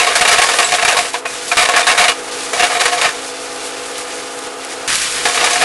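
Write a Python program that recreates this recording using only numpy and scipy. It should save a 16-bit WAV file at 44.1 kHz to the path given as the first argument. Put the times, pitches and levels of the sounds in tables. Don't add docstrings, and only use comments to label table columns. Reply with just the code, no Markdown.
import sys
import numpy as np
from scipy import signal
from scipy.fft import rfft, irfft
from scipy.io import wavfile
from scipy.ndimage import uniform_filter1d, minimum_filter1d

SR = 44100
rng = np.random.default_rng(int(sys.argv[2]) if len(sys.argv) > 2 else 0)


def nominal_scale(level):
    x = np.asarray(level, float) / 20
    return 10 ** x


def put_to_file(sound):
    columns = np.atleast_2d(sound).T
    safe = np.clip(columns, -1, 1)
    whole_steps = np.round(safe * 32767)
    wavfile.write(sys.argv[1], SR, whole_steps.astype(np.int16))


N = 248724

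# start_s, peak_db, bright_edge_db, fade_t60_s
FIRST_STRIKES = [(0.0, -2.5, -3, 0.28), (0.1538, -5, 0, 0.26), (.21, 2, -3.5, 0.12),
                 (0.2503, -2, -8, 0.097), (.2764, -2.5, -2, 0.4), (0.343, -12, -20, 0.16),
                 (.382, 1.5, -7.5, 0.093), (.417, -3.5, -3, 0.31), (.488, -6, -3.5, 0.4),
                 (0.5857, -4.5, -3.5, 0.5), (.7008, -26, -10, .15), (.7205, -8.5, -5.5, 0.13),
                 (.7383, -7.5, -5.5, 0.27), (0.7847, -7.5, -11, 0.27), (0.849, -8, -5, 0.45),
                 (0.8792, -4.5, -3, 0.22), (.9673, -4.5, -2.5, 0.26), (1.0486, -18, -17, 0.082),
                 (1.1415, -11, -13, 0.089), (1.2523, -14.5, -13, 0.17)]
# start_s, peak_db, bright_edge_db, fade_t60_s
LATER_STRIKES = [(1.4814, -28.5, 13.5, 0.046), (1.5162, -8, -7, 0.14), (1.5698, 5.5, -5, 0.21),
                 (1.651, -7, -7, 0.2), (1.688, -6.5, -5.5, 0.69), (1.738, -4.5, -23, .19),
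                 (1.7614, 4.5, -6, 0.15), (1.793, -5.5, -3, 0.2), (1.8683, 3.5, -5, 0.15),
                 (1.8973, -3.5, -6, 0.23), (1.947, -10.5, -10, 0.15), (2.0404, -5.5, -8, .17),
                 (2.0818, -2, -5, .13), (2.6298, 1, -5.5, 0.17), (2.8555, -5.5, -4.5, 0.26),
                 (3.0138, -8.5, -3, 0.44), (3.0694, -15, -11, 0.17), (5.253, -7, -5.5, 0.37),
                 (5.375, -8.5, -7, 0.37), (5.441, -4.5, -1, 0.21), (5.4683, -9.5, -19, .19),
                 (5.5309, -11, 0, 0.17), (5.5576, -9.5, -17, .5)]


def wok():
    # mode_hz, width_hz, level_db
    pan_modes = [(474, 23, 2), (471, 38, -2), (495, 49, -15), (630, 13, -16), (713.2, 22.2, 1),
                 (817, 45, -7.5), (872, 24, -14.5), (921, 6.7, -15.5), (1100, 17, -7.5), (1187, 48, -7),
                 (1310, 36, -13.5), (1413, 120, -7), (1683, 46, -10), (1690, 110, -9.5), (1837, 70, -14.5),
                 (2007, 110, -18), (2232, 93, -10), (2226, 120, -16.5), (2420, 99, -13.5), (2355, 87, -1.5),
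                 (2400, 32, -17), (2762, 126, -2.5), (2885, 63, -18.5), (3600, 90, -58), (3783, 58, -12),
                 (5060, 40, -12), (7750, 120, -50)]
    # freq_hz, density_db_per_hz
    rub_spectrum = [(18, -56), (30, -37), (295, -59.5), (390, -12.5), (443, -3), (571, -2.5), (700, -7),
                    (775, -6.5), (2310, -5.5), (3130, -9), (7630, -12.5), (10600, -14.5), (13000, -21)]
    bowl_hz, bowl_width_hz = 713, 23

    force = np.zeros((3, N))
    for start_s, peak_db, bowl_db, edge_db, rise_s, slide_s, t60_s in knocks():
        i, age_s = after(start_s, .4)
        rise = 1 - np.exp(-age_s / rise_s)
        fade_db = -60 * np.maximum(age_s - slide_s, 0) / max(t60_s, .01)
        shape = rise * nominal_scale(peak_db + fade_db)
        crack = 1 + np.array([[.15], [.9], [1.3]]) * np.exp(-age_s / 0.0078)
        balance = nominal_scale(np.array([[bowl_db], [0], [edge_db]]))
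        force[:, i] += (shape * crack * balance) ** 2

    slip = grains(per_s=2500, spread_db=3.5, bed=0.94) * nominal_scale(3.44 * walk(140))
    modes = 0
    for k, (hz, width_hz, level_db) in enumerate(pan_modes):
        wander = nominal_scale(2.3 * walk(45))
        modes = modes + (-1) ** k * nominal_scale(level_db) * ring(slip * wander, hz, width_hz)
    body = nominal_scale(1) * unit(modes) + nominal_scale(3) * unit(colour(slip, rub_spectrum))
    bowl, edge = split(body, 900, "low"), split(body, 3200, "high")
    middle = body - bowl - edge
    parts = np.array([steady(p, even=.65) for p in (bowl, middle, edge)])

    hum = steady(ring(rng.standard_normal(N), bowl_hz, bowl_width_hz), even=.7)
    note = ring(np.sqrt(force[0]) * hum, bowl_hz, 1.3 * bowl_width_hz) / 17
    chatter = rattle(per_s=70, fade_s=.004, depth=.7)
    contact = chatter * (np.sqrt(force) * parts).sum(axis=0)
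    return nominal_scale(-9.5) * (contact + nominal_scale(-2) * note)


def knocks():
    # start_s, peak_db, bright_edge_db, fade_t60_s
    drags = [(.065, -3.5, -6, 0.51), (.3132, 1, -2.5, 0.099), (.4544, -11.5, -12, 0.13),
             (.5275, -11.5, -2.5, 0.65), (.6244, -8.5, -4, .11), (.814, -6, -5.5, 0.077),
             (.9194, -13, -8, 0.65), (1.618, -3, -3.5, 0.1), (1.9764, 3, -5.5, 0.2),
             (1.9994, -2.5, -3.5, 0.35), (2.5287, -11.5, -2.5, 0.73), (2.5934, -1, -7, 0.098),
             (2.6954, -8, -7, 0.46), (2.7484, -10, -10, 0.21), (2.795, -5.5, -2.5, 0.33),
             (2.9193, -8, -10, 0.25), (2.9714, -7.5, -7.5, 0.41), (3.04, -3.5, -8, 0.15),
             (5.3434, -10.5, -1, 0.23), (5.3994, -7.5, -6, 0.26), (5.4994, -9, -1, 0.12),
             (5.611, -2, -8, 0.18)]
    strike_rise_s, strike_slide_s = .0004, 0.011
    drag_rise_s, drag_slide_s = 0.0047, .017
    kinds = ((FIRST_STRIKES + LATER_STRIKES, strike_rise_s, strike_slide_s),
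             (drags, drag_rise_s, drag_slide_s))
    contacts = []
    for rows, rise_s, slide_s in kinds:
        for start_s, peak_db, edge_db, t60_s in rows:
            bowl_db = -12.5 - 0.5 * peak_db + 6.3 * t60_s
            contacts.append((start_s, peak_db, bowl_db, edge_db, rise_s, slide_s, t60_s))
    return contacts


def rattle(per_s, fade_s, depth):
    jumps = (rng.random(N) < per_s / SR) * np.minimum(rng.exponential(size=N), 2.5)
    jumps[[int(row[0] * SR) for row in FIRST_STRIKES + LATER_STRIKES]] = 0.4
    rebounds = signal.lfilter([1], [1, -np.exp(-1 / (fade_s * SR))], jumps)
    return unit(1 + depth * rebounds)


def pings():
    # start_s, peak_db, mode_hz, t60_s
    touches = [(0.38, -13, 3770, 0.05), (.645, -9.5, 3960, .06), (.645, -5.5, 7750, 0.073),
               (1.142, -13, 990, 0.054), (1.143, -23, 2380, .05), (1.255, -23, 1100, 0.088),
               (1.262, -18, 2490, 0.14), (1.515, -9.5, 1346, 0.066), (1.516, -4, 2430, 0.038),
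               (1.573, -7.5, 2400, 0.2), (1.83, -15, 3600, 0.076), (1.829, -16, 2430, 0.086),
               (1.868, -1, 4000, 0.044), (2.04, -10, 3750, 0.064), (2.087, -3, 2885, 0.081),
               (2.795, -16, 3970, .08), (3.013, -17, 3680, 0.099), (5.532, -7, 6350, 0.033)]
    out = np.zeros(N)
    for start_s, peak_db, hz, t60_s in touches:
        i, age_s = after(start_s, .4)
        rise = 1 - np.exp(-age_s / 0.00043)
        out[i] += rise * nominal_scale(peak_db - 60 * age_s / t60_s) * np.sin(2 * np.pi * hz * age_s)
    return out * nominal_scale(2.2 * walk(200))


def sizzle(top_db, body_db):
    # freq_hz, density_db_per_hz
    hiss_spectrum = [(30, -12.5), (270, -9.5), (800, -7.5), (1200, -1.5), (1700, 0.5), (2300, 1.5),
                     (5000, 0.5), (9800, -0.5), (11700, -5), (13000, -7)]
    fizz = colour(grains(per_s=3000, spread_db=2.6, bed=1.3), hiss_spectrum)
    fizz = fizz / np.std(split(fizz, 4500, "high"))
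    low = signal.sosfilt(signal.butter(1, 2500, fs=SR, output="sos"), fizz)
    flicker_db = .6 * walk(30) + .8 * walk(120)
    return nominal_scale(top_db + flicker_db) * mottle(fizz + (nominal_scale(body_db) - 1) * low)


def mottle(x):
    lows = [split(x, hz, "low") for hz in (1400, 2500, 4200, 7000)]
    bands = [b - a for a, b in zip([0] + lows, lows + [x])]
    return sum(band * nominal_scale(1.66 * walk(35)) for band in bands)


def spits():
    # start_s, peak_db
    drops = [(3.3588, -21), (3.5608, -18), (3.9808, -9.5), (4.3896, -15.5), (4.648, -17), (4.8763, -20),
             (4.8944, -17), (4.955, -2), (4.965, -19), (4.915, -17), (1.6885, -12)]
    out, hiss = np.zeros(N), rng.standard_normal(N)
    for start_s, peak_db in drops:
        i, age_s = after(start_s, .1)
        burst = np.exp(-age_s / 0.0013) + 0.38 * np.exp(-age_s / 0.013)
        out[i] += nominal_scale(peak_db - 3.0) * burst * hiss[i]
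    return split(out, 1100, "high")


def frying():
    # time_s, sizzle_db
    oil_heat = [(0, -29.5), (.31, -23), (1.09, -26), (1.26, -30), (1.57, -25.5), (2.0, -30.5),
                (2.32, -27.5), (2.63, -27), (3.05, -27.5), (3.22, -32), (3.87, -31.5), (4.2, -31.5),
                (4.6, -37), (4.72, -30.5), (4.87, -36.5), (5.64, -35.5)]
    # leaves_s, lands_s, hush_db
    flights = [
        (1.092, 1.133, -12),
        (1.192, 1.254, -22),
        (1.93, 1.964, 2),
        (2.095, 2.312, -5.5),
    ]
    lift_s, steam_s = 0.03, 4.877
    t = np.arange(N) / SR
    oil_db = curve(*np.transpose(oil_heat))
    for leaves_s, lands_s, hush_db in flights:
        lift = 1 - np.exp(-np.maximum(t - leaves_s, 0) / lift_s)
        oil_db = oil_db + hush_db * (t < lands_s) * lift

    age_s, steaming = np.maximum(t - steam_s, 0), t >= steam_s
    burst_db = 2.5 * np.exp(-(age_s / 0.12) ** 4)
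    sag_db = 4 * np.minimum(age_s, .37)
    top_db = np.where(steaming, -20 + burst_db - sag_db, oil_db)
    steam_body_db = 2 + 2.5 * np.exp(-age_s / 0.046)
    body_db = np.where(steaming, steam_body_db, 4 - 0.45 * (oil_db + 32))
    flame_dip_db = -18 * steaming * np.exp(-(age_s / 0.19) ** 2)
    flame_db = np.interp(t, [1.3, 2.2], [-33.5, -31]) + flame_dip_db
    return top_db, body_db, flame_db


def flame(db):
    # pitch_hz, waver_hz, level_db
    tones = [(269.3, 3, -42), (324.5, 4, -43), (392, 7, -45), (429, 8, -42), (438, 6, -45), (461, 7, -45),
             (486, 4, -39), (495, 3, -34), (539, 4, -43), (651, 4, -44), (672, 4, -40), (706, 5, -45),
             (727, 5, -43), (764, 8, -48), (819, 4, -38.5), (873.5, 4, -44), (1044, 12, -50),
             (1200, 6, -45), (1211, 6, -42), (1258, 6, -49), (1290, 8, -48), (1310, 8, -49), (1367, 8, -48),
             (1453, 8, -49), (1470, 7, -47), (1527, 5, -50)]
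    # freq_hz, density_db_per_hz
    roar_spectrum = [(18, -55), (30, -36), (214, -28), (260, -22), (370, -15), (490, -7.5), (585, -19.5),
                     (680, -13.5), (1500, -15.5), (2600, -22), (4500, -33)]
    hum = 0
    for hz, waver_hz, level_db in tones:
        phase = 2 * np.pi * np.cumsum(hz + .45 * waver_hz * walk(25)) / SR
        hum = hum + nominal_scale(level_db + 1.04 * walk(12)) * np.sin(phase + 2 * np.pi * rng.random())
    roar = unit(colour(rng.standard_normal(N), roar_spectrum)) * nominal_scale(1.1 * walk(6.5))
    return nominal_scale(db + 1.0) * (unit(hum) + nominal_scale(-1.5) * roar)


def after(s, length):
    i = np.arange(int(np.ceil(s * SR)), min(int((s + length) * SR), N))
    return i, np.maximum(i / SR - s, 0)


def curve(s, v):
    return np.interp(np.arange(N) / SR, s, v)


def unit(x):
    return x / np.sqrt(np.mean(x ** 2))


def steady(x, even):
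    power = uniform_filter1d(x ** 2, SR // 80) + 1e-9
    return unit(x / power ** (even / 2))


def colour(x, shape):
    hz, db = np.transpose(shape)
    grid_hz = np.linspace(1, SR / 2, 1025)
    c = irfft(np.log(nominal_scale(np.interp(np.log(grid_hz), np.log(hz), db))))
    c[1:1024] *= 2
    c[1025:] = 0
    return signal.fftconvolve(x, irfft(np.exp(rfft(c))))[:N]


def ring(x, hz, width_hz):
    r = np.exp(-np.pi * width_hz / SR)
    gain = np.sqrt(1 - r * r)
    poles = [1, -2 * r * np.cos(2 * np.pi * hz / SR), r * r]
    return signal.lfilter([gain, 0, -gain], poles, x) / np.sqrt(2)


def split(x, hz, kind):
    return signal.sosfiltfilt(signal.butter(2, hz, kind, fs=SR, output="sos"), x)


def walk(rate):
    k = int(SR / rate)
    held = np.repeat(rng.standard_normal(N // k + 1), k)
    return 1.3 * uniform_filter1d(uniform_filter1d(held, k), k)[:N]


def grains(per_s, spread_db, bed):
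    hit = rng.random(N) < per_s / SR
    size = np.minimum(rng.exponential(size=N), 4)
    clicks = hit * rng.choice([-1, 1], N) * nominal_scale(spread_db * size)
    return unit(unit(clicks) + bed * rng.standard_normal(N))


def scene():
    top_db, body_db, flame_db = frying()
    near = wok() + pings() + spits() + sizzle(top_db, body_db)
    tail_s = np.arange(SR // 4) / SR
    tail = rng.standard_normal(SR // 4) * nominal_scale(-60 * tail_s / 0.15)
    room = signal.fftconvolve(near, tail / np.sqrt(np.sum(tail ** 2)))[:N]
    return (near + nominal_scale(-18) * room + flame(flame_db))[None]


def roll_off(x):
    return signal.sosfilt(signal.butter(12, 15850, fs=SR, output="sos"), x)


def record(dry):
    top_hz, hold_s = 11350, 0.00061
    ceiling, knee = .78, 20
    x = signal.sosfiltfilt(signal.butter(12, top_hz, fs=SR, output="sos"), dry)
    span = max(int(hold_s * SR), 3)
    duck = np.minimum(1, 1.06 * ceiling / (np.abs(x) + 1e-9))
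    x = x * uniform_filter1d(minimum_filter1d(duck, span), span)
    x = x / (1 + np.abs(x / ceiling) ** knee) ** (1 / knee)
    return roll_off(x)


dry = scene()
out = record(dry)
put_to_file(out)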